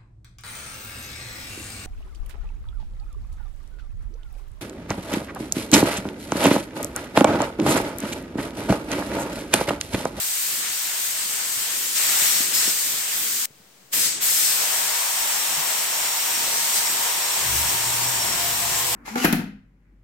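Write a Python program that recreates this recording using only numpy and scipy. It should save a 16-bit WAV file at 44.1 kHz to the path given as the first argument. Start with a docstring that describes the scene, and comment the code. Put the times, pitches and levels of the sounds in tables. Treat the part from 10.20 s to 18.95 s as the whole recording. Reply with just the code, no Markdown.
"""In a closed workshop a spray gun hisses: its air jet sizzles, roars on the panel being sprayed and whistles
at the air cap on the nozzle. The trigger is pulled and eased; the hiss cuts off abruptly once, leaving the
quiet shop. The hose and feet bump softly, the gun's valve thumps deeply once, and late on a motor starts with a
low groan and settles into a hum with a thin whine."""
import sys
import numpy as np
from scipy import signal
from scipy.fft import rfft, irfft, next_fast_len
from scipy.io import wavfile
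from scipy.ndimage import uniform_filter1d, map_coordinates

SR = 44100
rng = np.random.default_rng(int(sys.argv[2]) if len(sys.argv) > 2 else 0)


def log_audio(samples):
    """Write samples as a 16-bit WAV file to the path given in sys.argv[1]."""
    # one column per channel
    frames = np.atleast_2d(samples).T
    # limit to full scale, then quantise
    limited = np.clip(frames, -1, 1)
    pcm = np.round(limited * 32767).astype(np.int16)
    wavfile.write(sys.argv[1], SR, pcm)


N = 385875

# a hollow ring while the jet is close to the panel: time_s, band_db, note_db, note_hz
HOLLOW_RING = [(4.3, -60, -55, 925), (4.6, -42, -52, 937), (5.5, -40, -55, 903), (6.4, -43, -46, 929),
               (7.1, -40, -47, 935), (7.6, -40.5, -42.5, 933), (8.1, -36.5, -45, 940),
               (8.25, -39.5, -56, 945), (8.75, -37.5, -56, 950)]


def amp(db):
    """Turn decibels into a gain to multiply by."""
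    return 10 ** (np.asarray(db) / 20)


def unit(x):
    """Scale x to an average strength (rms) of 1."""
    return x / np.sqrt(np.mean(np.abs(x) ** 2) + 1e-20)


def along(points, hz):
    """Read between (pitch_hz, value) points, with octaves evenly spaced."""
    pitches, values = np.transpose(points)
    return np.interp(np.log(hz + 1), np.log(pitches + 1), values)


def curves(rows):
    """Join rows of (time_s, values...) with straight lines: one curve per value column."""
    times, *columns = np.transpose(rows)
    return [np.interp(np.arange(N) / SR, times, column) for column in columns]


def during(rows, fade_s):
    """1 from the first row's time to the last, fading to 0 outside."""
    start, end = rows[0][0], rows[-1][0]
    return curves([(start - fade_s, 0), (start, 1), (end, 1), (end + fade_s, 0)])[0]


def humps(rows):
    """Add up smooth hills given as (time_s, height, half_width_s)."""
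    t = np.arange(N) / SR
    return sum(height * np.exp(-.5 * ((t - s) / half) ** 2) for s, height, half in rows)


def wobble(rate):
    """A smooth curve through `rate` random values a second."""
    knots = rng.standard_normal(int(N * rate / SR) + 4)
    coarse = np.arange(0, N + 64, 64)
    return np.interp(np.arange(N), coarse, map_coordinates(knots, [coarse * rate / SR]))


def filtered(x, response):
    """Multiply each frequency in x by the gain response(hz)."""
    size = next_fast_len(N + SR // 4)
    return irfft(rfft(x, size) * response(np.fft.rfftfreq(size, 1 / SR)), size)[..., :N]


def rush(spectrum, patchy_db):
    """Stereo noise shaped by a spectrum, with random louder and softer patches."""
    # how alike left and right are (1 = the same): pitch_hz, likeness
    alike = [(60, 0.37), (180, 0.76), (550, 0.42), (1650, 0.17), (4970, 0.069), (15000, 0.021)]

    def mid_and_side(hz):
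        """Gains for the part both sides share and the part that sets them apart."""
        turn = np.arccos(np.clip(along(alike, hz), -1, 1)) / 2
        return amp(along([(9.3, -120)] + spectrum, hz)) * [np.cos(turn), np.sin(turn)]

    grid = signal.stft(rng.standard_normal((2, N)), nperseg=512)[2]
    patches = uniform_filter1d(rng.standard_normal(grid.shape[1:]), size=8, axis=0)  # smooth in pitch
    patches = uniform_filter1d(patches, size=14, axis=1)  # and in time
    noise = signal.istft(grid * amp(patchy_db * unit(patches)), nperseg=512)[1][:, :N]
    mid, side = filtered(noise, mid_and_side)
    return np.array([mid + side, mid - side]) / np.std(mid)


def tone(hz, waver_hz, flutter_db, rate, apart):
    """An unsteady note; the walls give each side its own phase and strength, as far as `apart` says."""
    phase = 2 * np.pi * np.cumsum(hz + waver_hz * wobble(rate)) / SR
    shared = wobble(rate)
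    sides = []
    for _ in "LR":
        strength = amp(flutter_db * (shared + apart * wobble(rate)))
        sides.append(strength * np.sin(phase + apart * wobble(6)))
    return np.sqrt(2) * np.array(sides)


def shop_air():
    """The quiet, even background noise of the workshop."""
    # its tone colour: pitch_hz, level_db
    spectrum = [(15, -49), (25, -17), (33, -27), (70, -10.5), (108, -17.5), (127, -4.5), (161, -12),
                (195, -5), (223, -11), (384, -11.5), (476, -10), (1040, -14.5), (8360, -15.5), (10100, -22),
                (16000, -18)]
    return amp(-55) * rush(spectrum, patchy_db=0.3)


def bumps():
    """Soft knocks of hose and feet, and one deep thump of the gun's valve: a low thud that dies quickly, with a
    puff of dull noise."""
    # each knock: start_s, level_db, pitch_hz, ring_s (time to fade by 60 dB)
    knocks = [(1.369, -39, 110, .05), (2.018, -35, 150, .05), (2.203, -21.5, 270, .023),
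              (2.477, -20, 320, 0.019), (2.739, -39, 161, 0.053), (3.304, -43, 150, .04),
              (3.402, -45, 190, .04), (3.74, -46, 50, .1), (3.868, -29, 250, 0.025),
              (5.375, -37, 159, 0.15)]
    sound, t = np.zeros(N + SR), np.arange(SR // 4) / SR
    dull = signal.butter(2, [70, 500], "bp", fs=SR, output="sos")
    attack = 1 - np.exp(-t / 0.0016)
    for start_s, level_db, pitch_hz, ring_s in knocks:
        puff = signal.sosfilt(dull, rng.standard_normal(len(t)))
        thud = np.sin(2 * np.pi * pitch_hz * t) + 0.36 * unit(puff)
        sound[round(start_s * SR):][:len(t)] += amp(level_db - 60 * t / ring_s) * attack * thud
    return sound[:N]


def motor():
    """A motor groans as it picks up load, then hums at twice the mains frequency and whines."""
    # the motor starting up: time_s, groan_db, hum_db, rumble_db
    levels = [(7.1, -79, -76, -66), (7.22, -56, -56, -46), (7.28, -42.5, -46, -42),
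              (7.374, -37.5, -41, -45), (7.47, -43, -46, -45), (7.52, -54, -48, -41.5),
              (7.63, -60, -47, -48), (7.68, -57, -40.5, -46), (7.93, -56, -44.5, -46),
              (8.12, -51, -51, -43), (8.27, -54, -47, -47.5), (8.75, -49, -49, -44.5)]
    # the rumble's tone colour: pitch_hz, level_db
    rumble_spectrum = [(15, -48), (25, -13), (113, -5), (146, -5), (298, -11), (380, -5.5), (450, -23),
                       (580, -41), (990, -120)]
    # weaker notes in the whine: pitch_hz, level_db (relative to its main note)
    side_notes = [(484.5, -8), (1066, -8)]
    groan_hz, hum_hz, whine_hz = 67, 119, 695
    groan_db, hum_db, rumble_db = curves(levels)
    sound = amp(groan_db) * tone(groan_hz, waver_hz=3.0, flutter_db=1.8, rate=10, apart=.2)
    sound += amp(hum_db) * tone(hum_hz, waver_hz=3.26, flutter_db=1.0, rate=20, apart=0.21)
    sound += amp(rumble_db) * rush(rumble_spectrum, patchy_db=0.5)
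    up_to_speed = curves([(7.9, 0.12), (8.15, 0.95)])[0]
    whine_gain = up_to_speed * amp(-43 + humps([(8.376, -15, .02)]))  # the whine drops out once
    for hz, db in [(whine_hz, 0)] + side_notes:
        sound += whine_gain * amp(db) * tone(hz, waver_hz=2.87, flutter_db=3.4, rate=14, apart=0.37)
    return during(levels, fade_s=0.046) * sound


def low_flutter():
    """A low, fluttering rush of air under the hiss."""
    # how loud it is: time_s, level_db
    levels = [(0, -61), (0.4, -52.5), (0.62, -61), (1.4, -53), (1.74, -55.5), (1.82, -49.5), (2.35, -49),
              (2.53, -45), (2.65, -50), (3.235, -52), (3.85, -47.5), (4.5, -55), (6.2, -51.5), (7, -53),
              (8.75, -52.5)]
    # its tone colour: pitch_hz, level_db
    spectrum = [(25, -16), (60, -14), (100, -9), (150, -3), (280, -2), (420, -1.5), (600, -8.5),
                (1000, -120)]
    return amp(curves(levels)[0] + 2.4 * wobble(7)) * rush(spectrum, patchy_db=1.0)


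def hollow_ring():
    """The roar rings hollow: a band of noise with a wavering note inside it."""
    band_db, note_db, note_hz = curves(HOLLOW_RING)
    centre_hz, width_hz = 957, 225
    shape = [(-3, -40), (-1, -6), (0, 0), (1, -8), (3, -40)]  # widths_from_centre, level_db
    spectrum = [(centre_hz + widths * width_hz, db) for widths, db in shape]
    band = amp(band_db) * rush(spectrum, patchy_db=1.15)
    note = amp(note_db) * tone(note_hz, waver_hz=6.94, flutter_db=3.0, rate=18, apart=0.5)
    return band + note


def panel_roar(body_db, closeness):
    """The jet roars where it hits the panel, louder when it is close."""
    # the roar's tone colour: pitch_hz, level_db
    spectrum = [(250, -23.5), (450, -8), (680, -2.5), (960, -1.5), (1300, -3.5), (1700, -10.5),
                (2800, -120)]
    return amp(body_db - 10 + 4 * closeness + 0.6 * wobble(7)) * rush(spectrum, patchy_db=1.0)


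def cap_whistle(hiss_db):
    """Air crossing the cap's edge whistles at each firm pull; the note steadies as its pitch climbs."""
    # each pull: start_s, end_s, settled_hz, starts_lower_hz, climb_s, level_db (relative to hiss), waver_hz
    pulls = [(1.77, 2.29, 5520, 70, .25, -15, 45), (2.335, 2.5, 5500, 350, .06, -12, 40),
             (3.74, 3.98, 5220, 90, .06, -17, 50), (4.04, 8.8, 5550, 400, .52, -11.5, 10)]
    # moments when the whistle catches hard: time_s, boost_db, half_width_s
    catches = [(2.15, 10, .045), (2.36, 8, .025), (2.46, 5, .02), (3.83, 3, .03), (4.65, 4, .03),
               (5.73, 6, .03), (5.92, 5, .03), (6.12, 5, .04), (8.06, 4, .1)]
    t, sound = np.arange(N) / SR, 0
    flare_db = 1.8 * wobble(34) + humps(catches)  # it keeps catching and slipping
    sag_hz = 28 * np.maximum(t - 7.4, 0)  # the pitch sinks once the motor runs
    for start_s, end_s, settled_hz, starts_lower_hz, climb_s, level_db, waver_hz in pulls:
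        to_climb_hz = starts_lower_hz * np.exp(-np.maximum(t - start_s, 0) / climb_s)
        pitch_hz = settled_hz - to_climb_hz - sag_hz
        note = tone(pitch_hz, waver_hz + .08 * to_climb_hz, flutter_db=2.5, rate=70, apart=1.0)
        gain = amp(hiss_db + level_db - .004 * to_climb_hz + flare_db)  # weaker until it has climbed
        sound += during([(start_s,), (end_s,)], fade_s=0.018) * gain * note
    return sound


def air_jet(hiss_db, sizzle_db, body_db):
    """Churning air leaves the cap as a bright hiss, a very high sizzle and a lower, fuller body."""
    # the tone colours of the three: pitch_hz, level_db
    hiss_spectrum = [(1650, -14), (2800, -9), (4480, -3), (5200, -3), (5360, -3), (6320, -1.5), (8140, 2),
                     (8610, 1.5), (9600, -12), (12500, -20), (21100, -120)]
    sizzle_spectrum = [(5470, -23), (9300, -0.5), (10300, -1.5), (11600, 2.5), (14900, 4), (15900, -3.5)]
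    body_spectrum = [(650, -31), (1100, -8.5), (1340, -4.5), (1800, -0.5), (3200, -1), (4160, -6),
                     (7040, -120)]
    # short spurts of extra hiss: time_s, boost_db
    spurts = [(5.73, 0.5), (6.57, 3.5)]
    spurt_db = humps([(s, db, 0.017) for s, db in spurts])
    surge_db = 0.2 * wobble(9) + 0.2 * wobble(22)  # the air pressure pulses a little, moving all three
    hiss = rush(hiss_spectrum, patchy_db=0.89)
    sizzle = amp(sizzle_db + 0.64 * wobble(5.3)) * rush(sizzle_spectrum, patchy_db=1.2)
    body = amp(body_db + surge_db + 0.16 * wobble(3.9)) * rush(body_spectrum, patchy_db=0.67)
    return amp(hiss_db + spurt_db + surge_db) * (hiss + sizzle) + body


def sudden_gap():
    """The hiss cuts off abruptly, fading in an instant, and comes back sharply half a second later."""
    stop_s, fade_s, back_s, rise_s = 3.257, .008, 3.733, 0.0052
    t = np.arange(N) / SR
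    fade = amp(-16) * np.exp(-np.maximum(t - stop_s, 0) / fade_s) * (t < back_s)
    rise = np.exp(np.minimum(t - back_s, 0) / rise_s)
    return np.where(t < stop_s, 1, fade + rise)


def spray_gun():
    """All the sounds of the rushing air, broken by one sudden gap and placed between left and right."""
    # the jet's strength: time_s, hiss_db, sizzle_db (relative to hiss), body_db
    levels = [(0, -29.3, -1.5, -40), (0.5, -30, -1, -39), (1.35, -29.5, -1, -38.5),
              (1.74, -29.5, -2, -39.5), (1.765, -24, -3.5, -34), (1.96, -24, -1.5, -29.5),
              (2.08, -22, -2.5, -31.5), (2.2, -25, -2, -33.5), (2.29, -28.5, -4, -38),
              (2.33, -29, -4, -34.5), (2.35, -23.5, -2, -35), (2.43, -23.5, -4, -31.5),
              (2.56, -26.5, -2.5, -38.5), (2.86, -30, -2.5, -37), (2.93, -28.5, -2, -34.5),
              (3.0, -29, 1.5, -38), (3.235, -28, -1.5, -40), (3.76, -26, 1.5, -34),
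              (3.86, -22.5, -3, -36.5), (3.9, -27.5, -5.5, -39), (3.95, -30, -12, -43),
              (4.0, -36, -14, -42), (4.02, -28, 3, -36), (4.045, -25, 1.5, -35.5), (4.26, -23, -2, -36),
              (4.4, -26, -2, -32.5), (4.65, -27.6, -2.3, -34), (5.1, -28, -1.5, -34.5),
              (5.35, -28.5, -3, -34), (5.95, -28.5, -2.5, -34), (6.12, -28, -1, -34),
              (6.5, -26, -3.5, -34.5), (7, -28, -3, -33), (7.7, -26.7, -2.5, -33), (7.86, -28, -3, -34),
              (8.25, -28.5, -2.5, -33), (8.75, -27.5, -1.5, -35)]
    # the wrist swings the nozzle away and back: time_s, sizzle_dip_db
    swings = [(0.45, 4.5), (0.72, 3), (0.99, 2), (1.22, 2), (1.49, 3)]
    # where the gun is: time_s, left_minus_right_db
    position = [(0, -1), (2.25, -0.2), (3, -1.3), (3.75, 0), (5.25, -1), (6.75, -1.5), (8.25, -1)]
    hiss_db, sizzle_db, body_db = curves(levels)
    dip_db = humps([(s, db, 0.043) for s, db in swings])
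    body_db += 0.53 * dip_db  # as the sizzle dips the body comes up, and the roar even more
    closeness = during(HOLLOW_RING, fade_s=0.11)
    air = air_jet(hiss_db, sizzle_db - dip_db, body_db)
    air += panel_roar(body_db + 0.31 * dip_db, closeness)
    air += low_flutter()
    air += closeness * hollow_ring()
    air += cap_whistle(hiss_db)
    return sudden_gap() * air * amp(.5 * curves(position)[0] * [[1], [-1]])


def scene():
    """The gun, the motor and the bumps over the quiet of the shop."""
    return spray_gun() + motor() + bumps() + shop_air()


def record(dry):
    """Two slightly unequal microphones, with a tiny constant offset and the highest treble cut off."""
    # how the microphones differ: pitch_hz, left_minus_right_db
    balance = [(60, 1), (160, 2), (450, 2), (1220, 3.5), (2010, 5), (3330, 1.5), (5500, 1.5), (8500, 4),
               (10500, 1.5), (15000, 3)]
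    offset, top_hz = -.0006, 15930
    return filtered(dry + offset, lambda hz: amp(.5 * along(balance, hz) * [[1], [-1]]) * (hz < top_hz))


dry = scene()
out = record(dry)
log_audio(out)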